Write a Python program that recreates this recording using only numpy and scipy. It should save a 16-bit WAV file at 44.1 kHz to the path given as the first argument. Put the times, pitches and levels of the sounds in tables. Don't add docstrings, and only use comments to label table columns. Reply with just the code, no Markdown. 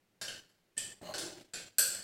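import sys
import numpy as np
from scipy import signal
from scipy.fft import rfft, irfft, next_fast_len
from scipy.io import wavfile

SR = 44100
rng = np.random.default_rng(int(sys.argv[2]) if len(sys.argv) > 2 else 0)


def wav_record(signal):
    frames = np.transpose(np.atleast_2d(signal))
    bounded = np.clip(frames, -1, 1)
    quanta = np.round(bounded * 32767).astype(np.int16)
    wavfile.write(sys.argv[1], SR, quanta)


N = 89611

# t/s, clack level/dB, clack tilt/(dB/octave),
# ring level/dB of bracket, bolt, spanner, washer, nut; rattle decay/s, nut direct gain/dB
STEEL_CONTACTS = [(0.2132, -43, 0.9, -45.5, -59, -50.5, -68, -63, 0.0088, -0.5),
                  (0.2813, -45.5, -1.8, -50, -54, -56.5, -74, -80, 0.0025, -11),
                  (0.493, -63.5, 5, -65.5, -78, -76, -79, -85, 0.0028, -8),
                  (0.7672, -56, -3, -66, -53.5, -69.5, -77, -58, 0.0014, -9),
                  (0.7785, -42, 0.5, -64, -50.5, -46.5, -57, -41, 0.0035, 2),
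                  (1.1384, -44, -0.5, -45.5, -53, -72, -71, -57, 0.011, -8),
                  (1.1825, -41.5, 3.5, -54, -75, -49, -66, -64, 0.0016, 5),
                  (1.214, -51, -1.3, -54, -62, -75, -76, -71, .012, -6),
                  (1.396, -58, -1, -72, -72.5, -78, -82, -72, 0.007, -6.5),
                  (1.5351, -43.5, -2.5, -48, -59, -47, -70, -54, 0.021, -3.5),
                  (1.7839, -31, 4, -37.5, -51.5, -39, -31.5, -28.5, 0.0082, -8.5),
                  (1.948, -58, -8, -58, -60, -64, -64, -58.5, 0.0026, 9.5)]
# f/Hz, level/dB
CLACK_SPECTRUM = [(100, -20.5), (300, -18), (560, -8.5), (950, -19), (1500, -11.5), (2050, -5.5), (3000, 0),
                  (3700, -2.5), (4600, 1), (5800, -2), (6600, -4.5), (8300, -1.5), (9800, -11),
                  (11300, -6.5), (13500, -29), (15300, -23)]
# f/Hz, level/dB, t60/s
BRACKET_MODES = [(561, -6.5, 0.02), (1455, -2.5, 0.024), (1604, -0.5, 0.034), (4267, 0, 0.022),
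                 (4693, -4, 0.033), (5560, -6, 0.027), (6060, -5.5, 0.093)]
BOLT_MODES = [(1777.4, 0.5, 0.049), (2633, -9.5, 0.077), (2984, -2.5, 0.12)]
SPANNER_MODES = [(7274, 3, 0.061), (10580, -7.5, 0.087), (11120, -15.5, 0.037)]
WASHER_MODES = [(8380, -1.5, 0.0055), (8770, -1.5, .01), (12300, -2, 0.0074)]
NUT_MODES = [(7795, -3.5, 0.0092), (8076, 1, 0.02), (8310, -7.5, 0.019)]


def spanner_contacts():
    out, t = np.zeros(N), np.arange(SR // 10) / SR
    for start_s, clack_db, tilt_db, *rings_db, nut_db, rattle_s, nut_direct_db in STEEL_CONTACTS:
        rattle = rng.standard_normal(len(t)) * np.exp(-t / rattle_s)
        hit = at_level(coloured(rattle, CLACK_SPECTRUM, tilt_db), clack_db)
        for modes, db in zip((BRACKET_MODES, BOLT_MODES, SPANNER_MODES, WASHER_MODES), rings_db):
            hit += at_level(ring(modes, t), db)
        add(out, start_s, room(hit, direct_db=-8))
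        nut = at_level(ring(NUT_MODES, t), nut_db)
        add(out, start_s, room(nut, nut_direct_db))
    return out


def ring(modes, t, detune=0.0021, attack_s=0.00035):
    tones = np.zeros(len(t))
    for hz, db, t60 in modes:
        envelope = amp(db + rng.normal(0, 1) - 60 * t / t60) / np.sqrt(t60)
        detuned_hz = hz * (1 + detune * rng.normal())
        tones += envelope * np.sin(2 * np.pi * (detuned_hz * t + rng.random()))
    return tones * (1 - np.exp(-t / attack_s))


# t/s, relative scrape level/dB, binding share (0-1), relative grit level/dB
PULL_CURVE = [(1.0, -69, 0.8, -79), (1.025, -49.5, 0, -62), (1.055, -48.5, 0.1, -49),
              (1.088, -43, 0, -50.5), (1.125, -48, 0.08, -52), (1.18, -48, 0.94, -73),
              (1.24, -47.5, .95, -69), (1.31, -50.5, 0.95, -61), (1.36, -53, 0.94, -68),
              (1.42, -66, 0.9, -57.5), (1.45, -74, 0.3, -92)]
# f/Hz, level/dB
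SLIDING_SPECTRUM = [(80, -19), (200, -16.5), (480, -13.5), (610, 6), (690, -7), (780, 3.5), (920, -9.5),
                    (1100, -6.5), (1500, -23), (4000, -32.5)]
BINDING_SPECTRUM = [(70, -29), (120, -14), (250, -14.5), (352, 6), (430, -6.5), (570, -5), (700, -12.5),
                    (840, -10), (1100, -21), (4000, -39)]
GRIT_SPECTRUM = [(900, -16), (2000, -9), (2450, -17), (2950, -2.5), (3400, -20.5), (4200, 2.5), (4750, -10),
                 (5200, -35), (6600, -5.5), (7100, -16), (9000, -23), (15000, -32)]


def bracket_scrape():
    times_s, *columns = np.transpose(PULL_CURVE)
    scrape_db, share, grit_db = [np.interp(np.arange(N) / SR, times_s, c) for c in columns]
    sliding = np.sqrt(1 - share) * friction(SLIDING_SPECTRUM)
    binding = np.sqrt(share) * friction(BINDING_SPECTRUM)
    grit = amp(grit_db) * friction(GRIT_SPECTRUM)
    drag = amp(scrape_db) * (sliding + binding) + grit
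    return 0.49 * room(drag, direct_db=2.5)[:N]


def friction(spectrum, slips_per_s=2000):
    slips = (rng.random(N) < slips_per_s / SR) * rng.standard_normal(N)
    return unit_rms(coloured(slips, spectrum))


# t/s, relative level/dB
FLOOR_BUMPS = [(1.013, -50), (1.022, -51.5), (1.232, -49.5), (1.299, -50), (1.381, -54), (1.408, -53.5)]
# f/Hz, level/dB
BUMP_SPECTRUM = [(60, -17.5), (120, -1.5), (180, -2.5), (250, -5), (345, 9), (460, -8.5), (600, -4),
                 (1000, -16.5), (2500, -24.5), (9000, -50)]


def bracket_bumps(decay_s=0.0091):
    out, t = np.zeros(N), np.arange(SR // 10) / SR
    for start_s, db in FLOOR_BUMPS:
        burst = rng.standard_normal(len(t)) * np.exp(-t / decay_s)
        knock = at_level(coloured(burst, BUMP_SPECTRUM), db)
        add(out, start_s, 0.5 * room(knock, direct_db=1))
    return out


# f/Hz, t60/s
ROOM_T60 = [(120, 0.55), (400, 0.8), (1500, 0.69), (4500, 0.7), (8000, 0.59), (12000, 0.41), (16000, 0.57)]


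def room(x, direct_db, build_s=0.0016, early_gain=0.51, early_s=0.0067):
    hz, frame_s, noise = signal.stft(rng.standard_normal(SR // 2), SR, nperseg=256)
    decay = amp(-60 * frame_s / log_interp(ROOM_T60, hz)[:, None])
    tail = signal.istft(noise * decay, SR, nperseg=256)[1]
    t = np.arange(len(tail)) / SR
    tail *= (1 - np.exp(-t / build_s)) * (1 + early_gain * np.exp(-t / early_s))
    tail /= np.linalg.norm(tail)
    tail[0] += amp(direct_db)
    return signal.fftconvolve(x, tail)


# f/Hz, level/dB
DRONE_SPECTRUM = [(25, -8), (60, -18.5), (90, -7.5), (118, -2.5), (145, -13), (175, -2.5), (240, -9),
                  (340, -7.5), (600, -13), (1000, -19), (2000, -17), (5000, -24), (15000, -30)]


def room_drone(level_db=-58.5):
    return amp(level_db) * unit_rms(coloured(rng.standard_normal(N), DRONE_SPECTRUM))


def amp(db):
    return 10 ** (np.asarray(db) / 20)


def unit_rms(x):
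    return x / np.sqrt(np.mean(x ** 2) + 1e-20)


def at_level(x, db):
    return amp(db) * x * np.sqrt(0.05 * SR / np.sum(x ** 2))


def log_interp(points, hz):
    f, values = np.transpose(points)
    return np.interp(np.log(hz + 1), np.log(f + 1), values)


def coloured(x, spectrum, tilt_db=0):
    taps = 4096
    hz = np.fft.rfftfreq(taps, 1 / SR)
    gain_db = log_interp(spectrum, hz) + tilt_db * np.log2(np.maximum(hz, 1000) / 4000)
    cepstrum = irfft(np.log(amp(gain_db)), taps)
    cepstrum[1:taps // 2] *= 2
    cepstrum[taps // 2 + 1:] = 0
    impulse = irfft(np.exp(rfft(cepstrum)), taps)
    return signal.oaconvolve(x, impulse)[:len(x)]


def add(track, start_s, x):
    part = track[round(start_s * SR):][:len(x)]
    part += x[:len(part)]


def scene():
    drone = room_drone()
    return (spanner_contacts() + bracket_scrape() + bracket_bumps() + drone)[None]


def record(dry):
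    sense_hz, sense_s = 296, 0.004
    knee_db, knee_width_db, range_db = -53, 2, 18
    top_hz, edge_hz = 16200, 500
    sidechain = signal.sosfilt(signal.butter(2, sense_hz, 'high', fs=SR, output='sos'), dry)
    pole = np.exp(-1 / (sense_s * SR))
    level_db = 10 * np.log10(signal.lfilter([1 - pole], [1, -pole], sidechain ** 2) + 1e-12)
    cut_db = range_db * (1 - np.tanh((level_db - knee_db) / (2 * knee_width_db))) / 2
    expanded = dry * amp(-cut_db)
    size = next_fast_len(N + SR // 2)
    lowpass = np.clip((top_hz - np.fft.rfftfreq(size, 1 / SR)) / edge_hz, 0, 1)
    return irfft(rfft(expanded, size) * lowpass, size)[:, :N]


dry = scene()
out = record(dry)
wav_record(out)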